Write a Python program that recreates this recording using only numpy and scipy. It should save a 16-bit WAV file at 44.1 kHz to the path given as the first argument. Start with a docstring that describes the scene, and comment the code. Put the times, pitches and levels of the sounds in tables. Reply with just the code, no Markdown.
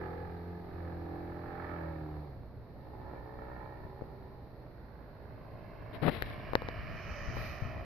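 """A large petrol model airplane flies over a field ringed by trees, then throttles back and glides in.
Its single cylinder fires once a turn, every second pulse weak under power and all uneven at idle; the pulses
excite the muffler and a bright rasp. The propeller adds shaft and blade tones, the airframe chopped flow noise.
Ground and tree line echo engine and airframe. Wind rumbles and thumps over a far rustle, a faint wide treble hiss
rises and falls, and a hand on the camera makes buffeting and friction noise and knocks that ring its case."""
import sys
import numpy as np
from scipy import signal
from scipy.fft import rfft, irfft
from scipy.io import wavfile
from scipy.ndimage import uniform_filter1d, map_coordinates

SR = 44100
rng = np.random.default_rng(int(sys.argv[2]) if len(sys.argv) > 2 else 0)


def master(y):
    """Save y as 16-bit WAV."""
    cut = np.clip(np.atleast_2d(y).T, -1, 1)
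    pcm = np.round(cut * 32767)  # scale
    wavfile.write(sys.argv[1], SR, pcm.astype(np.int16))


N = 346164
TIME = np.arange(N) / SR  # s

# mean engine speed as heard, before hunting: columns [t/s, shaft turns f/Hz]
SHAFT_SPEED = [(0, 85), (.14, 84.1), (.52, 87), (.64, 87.44), (.84, 85.26), (1.12, 84.7), (1.32, 86.2),
               (1.68, 86.6), (1.75, 85.4), (1.81, 81.14), (1.91, 80.67), (2.06, 76.53), (2.23, 75.23),
               (2.47, 56.65), (2.9, 61.85), (3.7, 62.1), (4.05, 65), (4.5, 63.8), (4.85, 57.47),
               (6.9, 54.25), (7.4, 61.5), (7.85, 63.03)]
# engine level as the outlet swings toward and away from the listener, before mixing gains:
# columns [t/s, exhaust level/dB, rasp level/dB]
ENGINE_LEVELS = [(0, -39, -43), (.25, -45.5, -50.5), (.62, -49, -59.5), (.85, -46, -51),
                 (1.12, -44.5, -54.5), (1.42, -44, -50), (1.68, -41.5, -41.5), (2.24, -49.5, -61.5),
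                 (2.54, -78, -73), (2.85, -54, -64), (3.1, -47, -54.5), (3.3, -48.5, -56.5),
                 (3.48, -45.5, -51), (3.7, -48, -52.5), (3.95, -51, -61), (4.5, -59, -67.5),
                 (4.95, -63, -59), (5.55, -53, -59), (6.35, -48.5, -53), (7.1, -57.5, -87),
                 (7.85, -47.5, -60)]
# air rush during the glide: time of the maximum, rise and fall to -10 dB (s); level before mixing (dB)
RUSH_AT_S, RUSH_RISE_S, RUSH_FALL_S, RUSH_DB = 7.362, 1.27, 0.52, -47.5


def undb(db):
    """Amplitude ratio of a level: 20 dB per factor of ten."""
    return 10 ** (np.asarray(db) / 20)


def curves(rows):
    """Piecewise linear interpolation in time of each column of a table."""
    s, *columns = np.transpose(rows)
    return [np.interp(TIME, s, c) for c in columns]


def unit(x):
    """Normalization to a root-mean-square value of 1."""
    return x / np.sqrt(np.mean(x ** 2))


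def pan(db):
    """Interchannel level difference, left minus right, as two gains."""
    return undb(np.array([[db], [-db]]) / 2)


def colour(x, points):
    """Minimum-phase filtering: the folded cepstrum of a (Hz, dB) curve gives a causal response; rms 1."""
    size = 8192
    hz, db = np.transpose(points)
    bins = np.maximum(np.fft.rfftfreq(size, 1 / SR), 1)
    log_gain = np.log(undb(np.interp(np.log(bins), np.log(hz), db)))
    cepstrum = irfft(log_gain, size)
    cepstrum[1:size // 2] *= 2
    cepstrum[size // 2 + 1:] = 0
    response = irfft(np.exp(rfft(cepstrum)))
    return unit(signal.oaconvolve(np.atleast_2d(x), response[None], axes=1)[:, :N])


def noise(likeness):
    """Partly coherent white noise at two microphone ports; likeness is the shared power fraction."""
    shared = np.clip(likeness, 0, 1)
    common = np.sqrt(shared) * rng.standard_normal(N)
    return common + np.sqrt(1 - shared) * rng.standard_normal((2, N))


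def walk(rate):
    """Band-limited random modulation: smoothly joined random points, rate per second, spread near 1."""
    points = rng.standard_normal(1024)
    coarse = map_coordinates(points, [TIME[::20] * rate], order=2, mode="wrap")
    return coarse.repeat(20)[:N]


def swell(at_s, rise_s, fall_s):
    """Gaussian envelope of height 1, 10 dB down at rise_s before and fall_s after its top."""
    return undb(-10 * ((TIME - at_s) / np.where(TIME < at_s, rise_s, fall_s)) ** 2)


def touch(start_s, length_s, attack_s, release_s):
    """Contact envelope: linear rise up to the start, a hold, then exponential relaxation."""
    rise = np.clip(1 + (TIME - start_s) / attack_s, 0, 1)
    return rise * np.exp(-np.maximum(TIME - start_s - length_s, 0) / release_s)


def ring(modes, contact_s):
    """Modal decay after an impact: a longer contact low-passes the sum of damped modes; peak 1."""
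    age = TIME[:SR // 10]
    x = sum(undb(db - 60 * age / t60) * np.sin(2 * np.pi * hz * age) for hz, t60, db in modes)
    push = np.hanning(int(contact_s * SR) + 3)
    x = np.convolve(x, push)[:len(age)]
    return x / np.abs(x).max()


def resonate(x, hz, width_hz):
    """Heterodyne band-pass: shift the moving centre to zero, low-pass, shift back."""
    carrier = np.exp(2j * np.pi * np.cumsum(hz) / SR)
    narrow = signal.butter(2, width_hz / 2, fs=SR, output="sos")
    return np.real(signal.sosfilt(narrow, x / carrier) * carrier)


def load():
    """Engine power from 0 to 1, taken as a clipped linear function of mean shaft speed."""
    unloaded_hz, loaded_hz = 64.3, 81.69
    shaft_hz, = curves(SHAFT_SPEED)
    return np.clip((shaft_hz - unloaded_hz) / (loaded_hz - unloaded_hz), 0, 1)


def approach():
    """Relative amplitude of the flow noise as the airplane glides in, a Gaussian from 0 to 1."""
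    return swell(RUSH_AT_S, RUSH_RISE_S, RUSH_FALL_S)


def air():
    """Turbulent pressure at the ports: gust and steady-wind powers add, over a far rustle."""
    # steady wind on the microphone before its flutter: columns [t/s, level/dB]
    steady_wind = [(0, -54.5), (2.7, -53.5), (3.5, -51.5), (4.7, -57.5), (5.9, -50), (6.3, -44),
                   (7.85, -48.5)]
    # added gusts: columns [time of maximum t/s, level/dB]
    gust_peaks = [(6.17, -53), (6.699, -47), (6.881, -45), (7.3, -41.5), (7.628, -46)]
    # wind rumble spectrum: columns [f/Hz, relative level/dB]
    rumble_spectrum = [(15, -31), (28, -8.5), (45, -4), (100, -4.5), (150, -9.5), (250, -19.5),
                       (500, -28.5), (1500, -37.5), (6000, -74.5)]
    # breeze in the distant trees: columns [f/Hz, relative level/dB]
    field_spectrum = [(30, 4.5), (110, 8), (190, 3.5), (330, 1.5), (600, -0.5), (1100, -12.5),
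                      (2000, -26.5), (3200, -40), (7000, -61.5)]
    steady_db, = curves(steady_wind)
    gusts = sum((undb(db) * swell(s, rise_s=0.1, fall_s=0.24)) ** 2 for s, db in gust_peaks)
    wind_db = 10 * np.log10(undb(steady_db) ** 2 + gusts)
    # strong gusts strike each port on its own, the left one harder
    gust = np.clip((wind_db + 47.5) / 10, 0, 1)
    side_gain = undb(np.outer([1, -1], 4.4 * gust - .7))
    rumble = colour(noise(.62 - 0.45 * gust), rumble_spectrum)
    wind = rumble * undb(wind_db + 2.1 * walk(26)) * side_gain
    field = colour(noise(0.9), field_spectrum) * undb(-52.5 + 0.5 * walk(5.5)) * pan(-3.5)
    return wind + field


def hiss():
    """Power addition of three envelopes on a faint, wide treble hiss whose level rises and falls."""
    # hiss spectrum: columns [f/Hz, relative level/dB]
    fizz_spectrum = [(300, 1.5), (2000, 19), (3200, 4.5), (4250, 16), (5400, 3), (6300, -4.5), (7500, -24),
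                     (9300, -12.5), (10700, 3.5), (12500, 5), (15000, 1.5)]
    exhaust_db, _ = curves(ENGINE_LEVELS)
    # set from the exhaust level: 0.15 dB per dB above -54 dB, and 1.5 dB more at full power
    base = undb(-69.5 + 0.15 * (exhaust_db + 54) + 1.5 * load())
    late_rise = undb(RUSH_DB - 18.5) * approach()
    # a finger slides over the case
    slide = undb(-54) * touch(start_s=7.38, length_s=0.081, attack_s=0.056, release_s=0.11)
    amplitude = np.sqrt(base ** 2 + late_rise ** 2 + slide ** 2)
    return colour(noise(0), fizz_spectrum) * amplitude * pan(1.3)


def brush():
    """Stick-slip friction: a hand buffets the left port and scuffs the case in uneven slips."""
    # hand strokes, right port 15 dB weaker:
    # columns [start t/s, length t/s, release t/s, buffeting level/dB, skin friction level/dB]
    strokes = [(3.15, .022, 0.01, -51, -86), (5.94, 0.022, .013, -41.5, -48.5),
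               (6.028, 0.029, .0053, -27, -40.5), (6.067, 0.028, 0.0059, -21.5, -37),
               (6.111, 0.061, 0.037, -39.5, -42.5), (6.194, .086, 0.11, -48, -47.5)]
    # buffeting spectrum: columns [f/Hz, relative level/dB]
    buffet_spectrum = [(25, -18.5), (80, -6), (150, 4.5), (220, -3.5), (440, -4.5), (750, -9.5),
                       (1200, -18), (2400, -24.5), (5000, -67), (8000, -98)]
    # skin friction spectrum: columns [f/Hz, relative level/dB]
    skin_spectrum = [(100, 16.5), (700, -3), (1900, 13), (3000, 5.5), (4000, 5.5), (5200, -11.5),
                     (6300, -31.5), (9300, -5.5), (11000, -9), (15000, -14.5)]
    slip_db, slips_per_s = 2.2, 140  # spread of level (dB), random points per second
    push, rub = 0, 0
    for s, length_s, release_s, buffet_db, skin_db in strokes:
        contact = touch(s, length_s, 0.014, release_s)
        push = np.maximum(push, undb(buffet_db) * contact)
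        rub = np.maximum(rub, undb(skin_db) * contact)
    buffet = colour(noise(0.68), buffet_spectrum) * push
    slips = undb(slip_db * walk(slips_per_s))
    skin = colour(noise(0.39) * slips, skin_spectrum) * rub
    return (buffet + skin) * undb([[0], [-15]])


def knocks(port_lag_ms=.25):
    """Impulse excitation of damped modes: body knocks and low wind thumps, later at the right port."""
    # knocks on the camera body and low wind thumps on the microphone, levels before panning: columns
    # [t/s, case level/dB, low thud level/dB, sharp tick level/dB, bright snap level/dB, left minus right level/dB]
    blows = [(3.848, -62, -42, -92, -100, 17), (4.02, -36, -57, -88, -100, 28),
             (6.0819, -16, -56, -58, -64, 14), (6.223, -27, -34.5, -18, -21.5, 11.5),
             (6.301, -52, -46, -32, -41, -4), (6.534, -24.5, -48, -35, -40, 21.5),
             (6.5536, -9.5, -38, -10, -29, 7.5), (6.620, -24, -37, -33, -39, 5.5),
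             (6.687, -23.5, -55, -25, -67, 7), (7.283, -55, -35.5, -96, -100, 26),
             (7.369, -27.5, -43, -50, -100, 11), (7.621, -49, -30, -93, -100, 18),
             (7.653, -45, -28.5, -95, -100, 9), (7.768, -34.5, -34.5, -61, -100, 8)]
    # camera body modes: columns [f/Hz, t60/s, relative level/dB]
    case_modes = [(542, 0.026, 15), (980, 0.0052, 28), (1400, .0074, -19)]
    # low thud modes: columns [f/Hz, t60/s, relative level/dB]
    thud_modes = [(112, 0.044, 29), (60, 0.043, -8)]
    # sharp contact modes: columns [f/Hz, t60/s, relative level/dB]
    tick_modes = [(1830, .0056, 27), (2660, 0.0038, 12), (3810, 0.0048, 12.5), (4340, 0.0064, -3)]
    # bright snap modes of a hard contact: columns [f/Hz, t60/s, relative level/dB]
    snap_modes = [(10300, 0.00034, 4), (13600, 0.00029, 2)]
    out = np.zeros((2, N + SR))
    hard, soft = ring(case_modes, contact_s=0.00047), ring(case_modes, contact_s=0.0018)
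    thud = ring(thud_modes, contact_s=0.0022)
    tick, snap = ring(tick_modes, contact_s=0), ring(snap_modes, contact_s=0)
    for s, case_db, thud_db, tick_db, snap_db, pan_db in blows:
        case = hard if tick_db > -70 else soft  # without a tick the ring is duller
        blow = undb(case_db) * case + undb(thud_db) * thud
        blow = blow + undb(tick_db) * tick + undb(snap_db) * snap
        start = int(s * SR)
        out[:, start:start + len(blow)] -= blow * pan(pan_db)
    out[1] = np.roll(out[1], int(port_lag_ms * SR / 1000))
    return out[:, :N]


def tree_line(x, t60=0.24, wet_db=-10, first_s=0.014):
    """Diffuse reflection: trunks and crowns scatter a late, decaying echo, different at each port."""
    age = TIME[:SR]
    tail = rng.standard_normal((2, SR)) * undb(-60 * age / t60) * (age > first_s)
    return undb(wet_db) * signal.fftconvolve(x, unit(tail) / np.sqrt(SR), axes=1)[:, :N]


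def ground(x, lag_ms, bounce):
    """Comb-filter interference with a weaker ground reflection, whose lag shrinks as the airplane sinks."""
    echo = np.array([np.interp(TIME - lag_ms / 1000, TIME, side) for side in x])
    return (x + bounce * echo) / np.hypot(1, bounce)


def turbulence(x, fades_per_s=7):
    """Multipath fading: moving air opens and closes detours, so that partials fade differently."""
    # detours through the moving air: columns [lag t/ms, share of the sound as amplitude ratio]
    detours = [(3.1, .18), (6.7, .17), (10.3, .14)]
    out = x
    for lag_ms, share in detours:
        late = np.pad(x, ((0, 0), (int(lag_ms * SR / 1000), 0)))[:, :N]
        out = out + share * walk(fades_per_s) * late
    return out / np.sqrt(1 + sum(share ** 2 for _, share in detours))


def airframe(turns, chop=0.17):
    """Aeroacoustic flow noise with wavering bands and a head-on whistle, chopped at blade passage."""
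    # wavering bands of the air rush: columns [mean f/Hz, width f/Hz, level over the rush/dB before mixing]
    rush_bands = [(620, 76, -10), (1313, 110, -15.5), (1850, 280, -21.5), (2425, 190, -17.5)]
    # air rush spectrum: columns [f/Hz, relative level/dB]
    rush_spectrum = [(100, -10), (330, -16), (630, 1), (1100, 4.5), (1900, 7.5), (2400, 6), (3050, -2.5),
                     (3500, -18.5), (4600, -11.5), (5500, -14.5), (7500, -76)]
    # thin whistle spectrum: columns [f/Hz, relative level/dB]
    whistle_spectrum = [(2800, -28), (4000, -23), (4900, 15.5), (5450, 13.5), (5850, 17), (6100, 13),
                        (6600, 10.5), (7200, -4), (8500, -48)]
    waver_share, wavers_per_s = 0.052, 8.2  # spread of pitch (fraction), wanders per second
    blade_pass = 1 + chop * np.cos(2 * 2 * np.pi * turns)
    # the whistle is heard while the nose points at the listener
    head_on = swell(at_s=7.235, rise_s=0.26, fall_s=0.42)
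    flow = noise(1.0) * blade_pass
    bands = 0
    for hz, width_hz, db in rush_bands:
        moving_hz = hz * (1 + waver_share * walk(wavers_per_s))
        bands = bands + undb(db) * unit(resonate(flow, moving_hz, width_hz))
    broad = undb(-1.0) * colour(noise(0.86) * blade_pass, rush_spectrum)
    # the bands strengthen against the broad rush as it swells
    rush = (broad + bands * approach()) * approach() * undb(RUSH_DB + 0.71 * walk(15))
    whistle = colour(noise(0.039) * blade_pass, whistle_spectrum) * head_on * undb(-67 + 0.85 * walk(5.7))
    return rush * pan(-5.5) + whistle * pan(-20.0)


def propeller(turns, shaft_db, blade_db):
    """Rotor harmonics: shaft tone, blade-passing tone at twice it and its octave, wavering in moving air."""
    angle = 2 * np.pi * turns
    shaft = undb(shaft_db + 1.1 + 1.3 * walk(16)) * np.sin(angle)
    blade_wave = np.sin(2 * angle) + undb(-16.5) * np.sin(2 * 2 * angle)
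    blades = undb(blade_db - 1.0 + 0.16 * walk(0.85)) * blade_wave
    return np.sqrt(2) * (shaft + blades) * pan(-0.85)


def pops(pan_db=-4):
    """Impulse excitation of muffler modes: at idle, unburnt fuel now and then pops."""
    # pops: columns [t/s, peak level/dB before panning]
    pop_times = [(2.434, -40), (3.1207, -36), (3.136, -31.5), (4.011, -34), (4.224, -40), (5.582, -40)]
    # muffler modes that a pop rings: columns [f/Hz, t60/s, relative level/dB]
    pop_modes = [(400, 0.005, 11), (850, 0.0066, 7), (1750, .004, -25)]
    out, pop = np.zeros(N + SR), ring(pop_modes, contact_s=0.00043)
    for s, db in pop_times:
        start = int(s * SR)
        out[start:start + len(pop)] -= undb(db) * pop
    return out[:N] * pan(pan_db)


def firings(turns, skip, power):
    """Jittered pulse train, one a turn: alternate pulses weaken; a feeble firing leaves fuel for the next."""
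    count = np.arange(int(turns[-1]))
    chance = rng.standard_normal((len(count), 2))
    power_jitter, idle_jitter, carry_over = .003, .009, .6  # turns, turns, fraction
    power_scatter_db, idle_scatter_db = .8, 2.2
    jitter = idle_jitter + (power_jitter - idle_jitter) * np.interp(count, turns, power)
    at = np.interp(count + jitter * chance[:, 0], turns, np.arange(N)).astype(int)
    charge = (chance[:, 1] - carry_over * np.roll(chance[:, 1], 1)) / np.hypot(1, carry_over)
    scatter_db = idle_scatter_db + (power_scatter_db - idle_scatter_db) * power[at]
    pulses = np.zeros(N)
    pulses[at] = (1 - skip[at] * (count % 2 == 0)) * undb(scatter_db * np.minimum(charge, 1))
    return pulses / np.sqrt(uniform_filter1d(pulses ** 2, SR // 2))  # even level over half a second


def scatter(x, spread_s, own=0.3, intact_hz=450):
    """Dispersion over many short paths: each band has its own group delay, and phases differ by port."""
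    size = 8192
    hz = np.fft.rfftfreq(size, 1 / SR)
    bands = np.arange(0, SR / 2, 70)
    random_delay = np.interp(hz, bands, rng.random(len(bands)) - .5)
    delay = spread_s * random_delay * np.minimum(hz / intact_hz, 1) ** 2  # the bass stays intact
    phase = 2 * np.pi * np.cumsum(delay) * SR / size
    ports = np.array([np.interp(hz, bands, rng.standard_normal(len(bands))) for _ in range(2)])
    ports = ports * own * np.sqrt(hz / 100)
    lead = size // 8  # room for early arrivals
    response = np.roll(irfft(np.exp(1j * (ports - phase))), lead, axis=1)
    return signal.oaconvolve(x[None], response, axes=1)[:, lead:lead + N]


def moving_band(x, band, width_hz, waver_db=0.5):
    """Time-varying band-pass: one band of the exhaust note, shifting as sound paths change."""
    centre_hz, db = curves(band)
    return unit(resonate(x, centre_hz, width_hz)) * undb(db + waver_db * walk(12))


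def bright_bands(crack, power):
    """Spectral peaks of the exhaust rasp, partly from ground reflection, differing between power and idle."""
    # columns [f/Hz under power, f/Hz at idle, width f/Hz, relative level/dB under power, level/dB at idle]
    rasp_bands = [(855, 844, 110, -8.5, -2), (1430, 1330, 350, -26, -31.5), (1780, 1812, 276, -12, -10.5),
                  (2268, 2300, 140, -19, -25)]
    out = 0
    for hz, idle_hz, width_hz, db, idle_db in rasp_bands:
        centre_hz = idle_hz + (hz - idle_hz) * power
        gain = undb(idle_db + (db - idle_db) * power)
        out = out + gain * unit(resonate(crack, centre_hz, width_hz))
    return out


def engine(turns, power, exhaust_db, rasp_db, puff_s=0.0071, steady_gas=0.36, gas_db=-2):
    """Source-filter exhaust: pulses ring the muffler and crack at the outlet; puffs of gas noise rasp."""
    # muffler under power: columns [f/Hz, relative level/dB]
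    muffler_spectrum = [(30, -28.5), (60, -19.5), (125, 7.5), (215, -10.5), (265, 7), (345, 7), (440, 1.5),
                        (520, 1), (660, 2.5), (800, 3.5), (900, -4.5), (1050, -2), (1800, -22.5),
                        (3000, -42.5), (7000, -75)]
    # muffler at idle: columns [f/Hz, relative level/dB]
    idle_spectrum = [(40, -17), (125, -3.5), (195, -5.5), (265, 9.5), (400, 3), (500, 2.5), (620, 6.5),
                     (700, 5.5), (850, 3.5), (1100, 2.5), (1400, -15), (1800, -27), (2300, -32.5),
                     (3000, -61.5), (7000, -69)]
    # crack and rasp at the outlet: columns [f/Hz, relative level/dB]
    rasp_spectrum = [(200, -23.5), (600, 0.5), (900, 9), (1250, 9.5), (1800, 2.5), (2300, -7), (3000, -21),
                     (4500, -26.5), (7000, -51.5)]
    # moving low band of the exhaust note, shifting as sound paths change:
    # columns [t/s, centre f/Hz, relative level/dB]
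    low_band = [(.2, 378.6, 0), (.4, 437, -1.5), (.6, 432, 4.5), (0.721, 372, -10), (.85, 310, -5.5),
                (1.2, 320, 6.5), (1.45, 346, -2.5), (1.65, 341, -8), (1.9, 296, -8), (2.249, 295, -4.5),
                (3.15, 254, -2), (3.7, 381, -21), (3.95, 397, -1), (4.301, 390, 4), (4.8, 353, -29)]
    # moving middle band of the exhaust note: columns [t/s, centre f/Hz, relative level/dB]
    mid_band = [(0, 507, -6), (.219, 497, 6), (.359, 515, -26), (.679, 538, -19), (.82, 548, 4.5),
                (1.082, 546, -8), (1.251, 595, -11.5), (1.65, 613, -5), (1.86, 592, 7), (2.1, 570, -5),
                (2.5, 555, -19), (3.5, 570, -13.5), (4.299, 591, -7), (4.8, 596, -9), (5.6, 654, -8.5)]
    # moving high band of the exhaust note: columns [t/s, centre f/Hz, relative level/dB]
    high_band = [(0, 851, -3), (.25, 818, -7.5), (.55, 862, -1), (.8, 850, -16), (1.05, 793, -11.5),
                 (1.301, 840, -7), (1.55, 801, -1), (1.749, 832, -21), (2.0, 788, -27), (2.449, 840, -27),
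                 (2.85, 835, 0), (3.1, 855, -5), (3.5, 855, -10), (3.901, 850, -7.5), (4.5, 802, 2),
                 (4.9, 856, -12)]
    idle_skip, power_skip = 0.11, 0.79  # share by which every second firing is weakened
    skip = np.clip(idle_skip + (power_skip - idle_skip) * power, 0, 1)
    pulses = firings(turns, skip, power)
    loaded = np.sqrt(power) * scatter(pulses, .022)
    idling = np.sqrt(1 - power) * scatter(pulses, .005)
    muffler = np.sqrt(power.mean()) * colour(loaded, muffler_spectrum)
    muffler = muffler + np.sqrt(1 - power.mean()) * colour(idling, idle_spectrum)
    bands = moving_band(muffler, low_band, width_hz=75)
    bands = bands + moving_band(muffler, mid_band, width_hz=110)
    bands = bands + moving_band(muffler, high_band, width_hz=63)
    bark = (undb(-2) * muffler + undb(-10.5) * bands) * undb(exhaust_db + .5 * walk(4.5))
    # each pulse releases an exponentially dying puff of gas
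    puffs = unit(signal.lfilter([1], [1, -np.exp(-1 / (puff_s * SR))], pulses))
    gas = undb(gas_db) * unit(noise(0.35) * (puffs + steady_gas))
    crack = colour(gas + .8 * unit(loaded + idling), rasp_spectrum)
    flutter_db = .6 * walk(14)
    rasp = (undb(2.0) * crack + bright_bands(crack, power)) * undb(rasp_db - 6.0 + flutter_db)
    return turbulence(bark) * pan(-3.0) + rasp * pan(-7.5)


def airplane():
    """Superposition of phase-locked sources: echoed engine and airframe, direct propeller; idle speed hunts."""
    # propeller tones before trim and waver: columns [t/s, once-a-turn level/dB, blade level/dB]
    tone_levels = [(0, -47.5, -53), (.35, -49.5, -50), (.58, -49, -46), (.72, -51.5, -57.5),
                   (.85, -43.5, -49), (1.1, -49, -51), (1.67, -50, -58.5), (1.8, -46, -44.5),
                   (2.2, -48.5, -46), (2.4, -52, -54), (2.65, -59.5, -56.5), (3.4, -53, -51.5),
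                   (3.85, -60, -55.5), (4.05, -59.5, -55), (4.6, -61, -57.5), (5, -59, -61.5),
                   (5.5, -62.5, -55), (6.5, -81, -51.5), (7.85, -58, -56.5)]
    # ground echo: columns [t/s, lag t/ms, share reflected as amplitude ratio]
    ground_path = [(0, 2.45, 0.52), (1.6, 2.37, 0.24), (3.3, 2.24, 0.54), (4.4, 2.2, .48), (5, 1.94, .45),
                   (5.6, 1.9, 0.47), (6.4, 1.757, 0.49), (7, 1.67, .42), (7.85, 1.63, .46)]
    hunt_share, hunt_per_s = .007, 9  # spread of unloaded speed (fraction), wanders per second
    shaft_hz, = curves(SHAFT_SPEED)
    power = load()
    hunting = 1 + hunt_share * (1 - power) * walk(hunt_per_s)
    turns = np.cumsum(shaft_hz * hunting) / SR
    source = engine(turns, power, *curves(ENGINE_LEVELS)) + airframe(turns)
    direct = ground(source, *curves(ground_path))
    return direct + tree_line(direct) + propeller(turns, *curves(tone_levels))


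def scene():
    """Linear superposition of the open air, hiss, handling and thumps, and the airplane."""
    return air() + hiss() + brush() + knocks() + pops() + airplane()


def record(dry):
    """Linear filtering: the microphone has a deep hollow around 8 kHz, and the camera cuts the top."""
    hollow = signal.butter(2, [6100, 10700], "bandstop", fs=SR, output="sos")
    top = signal.ellip(10, .2, 60, 14750, fs=SR, output="sos")  # low-pass edge in Hz
    return signal.sosfilt(np.vstack([hollow, top]), dry)


dry = scene()
out = record(dry)
master(out)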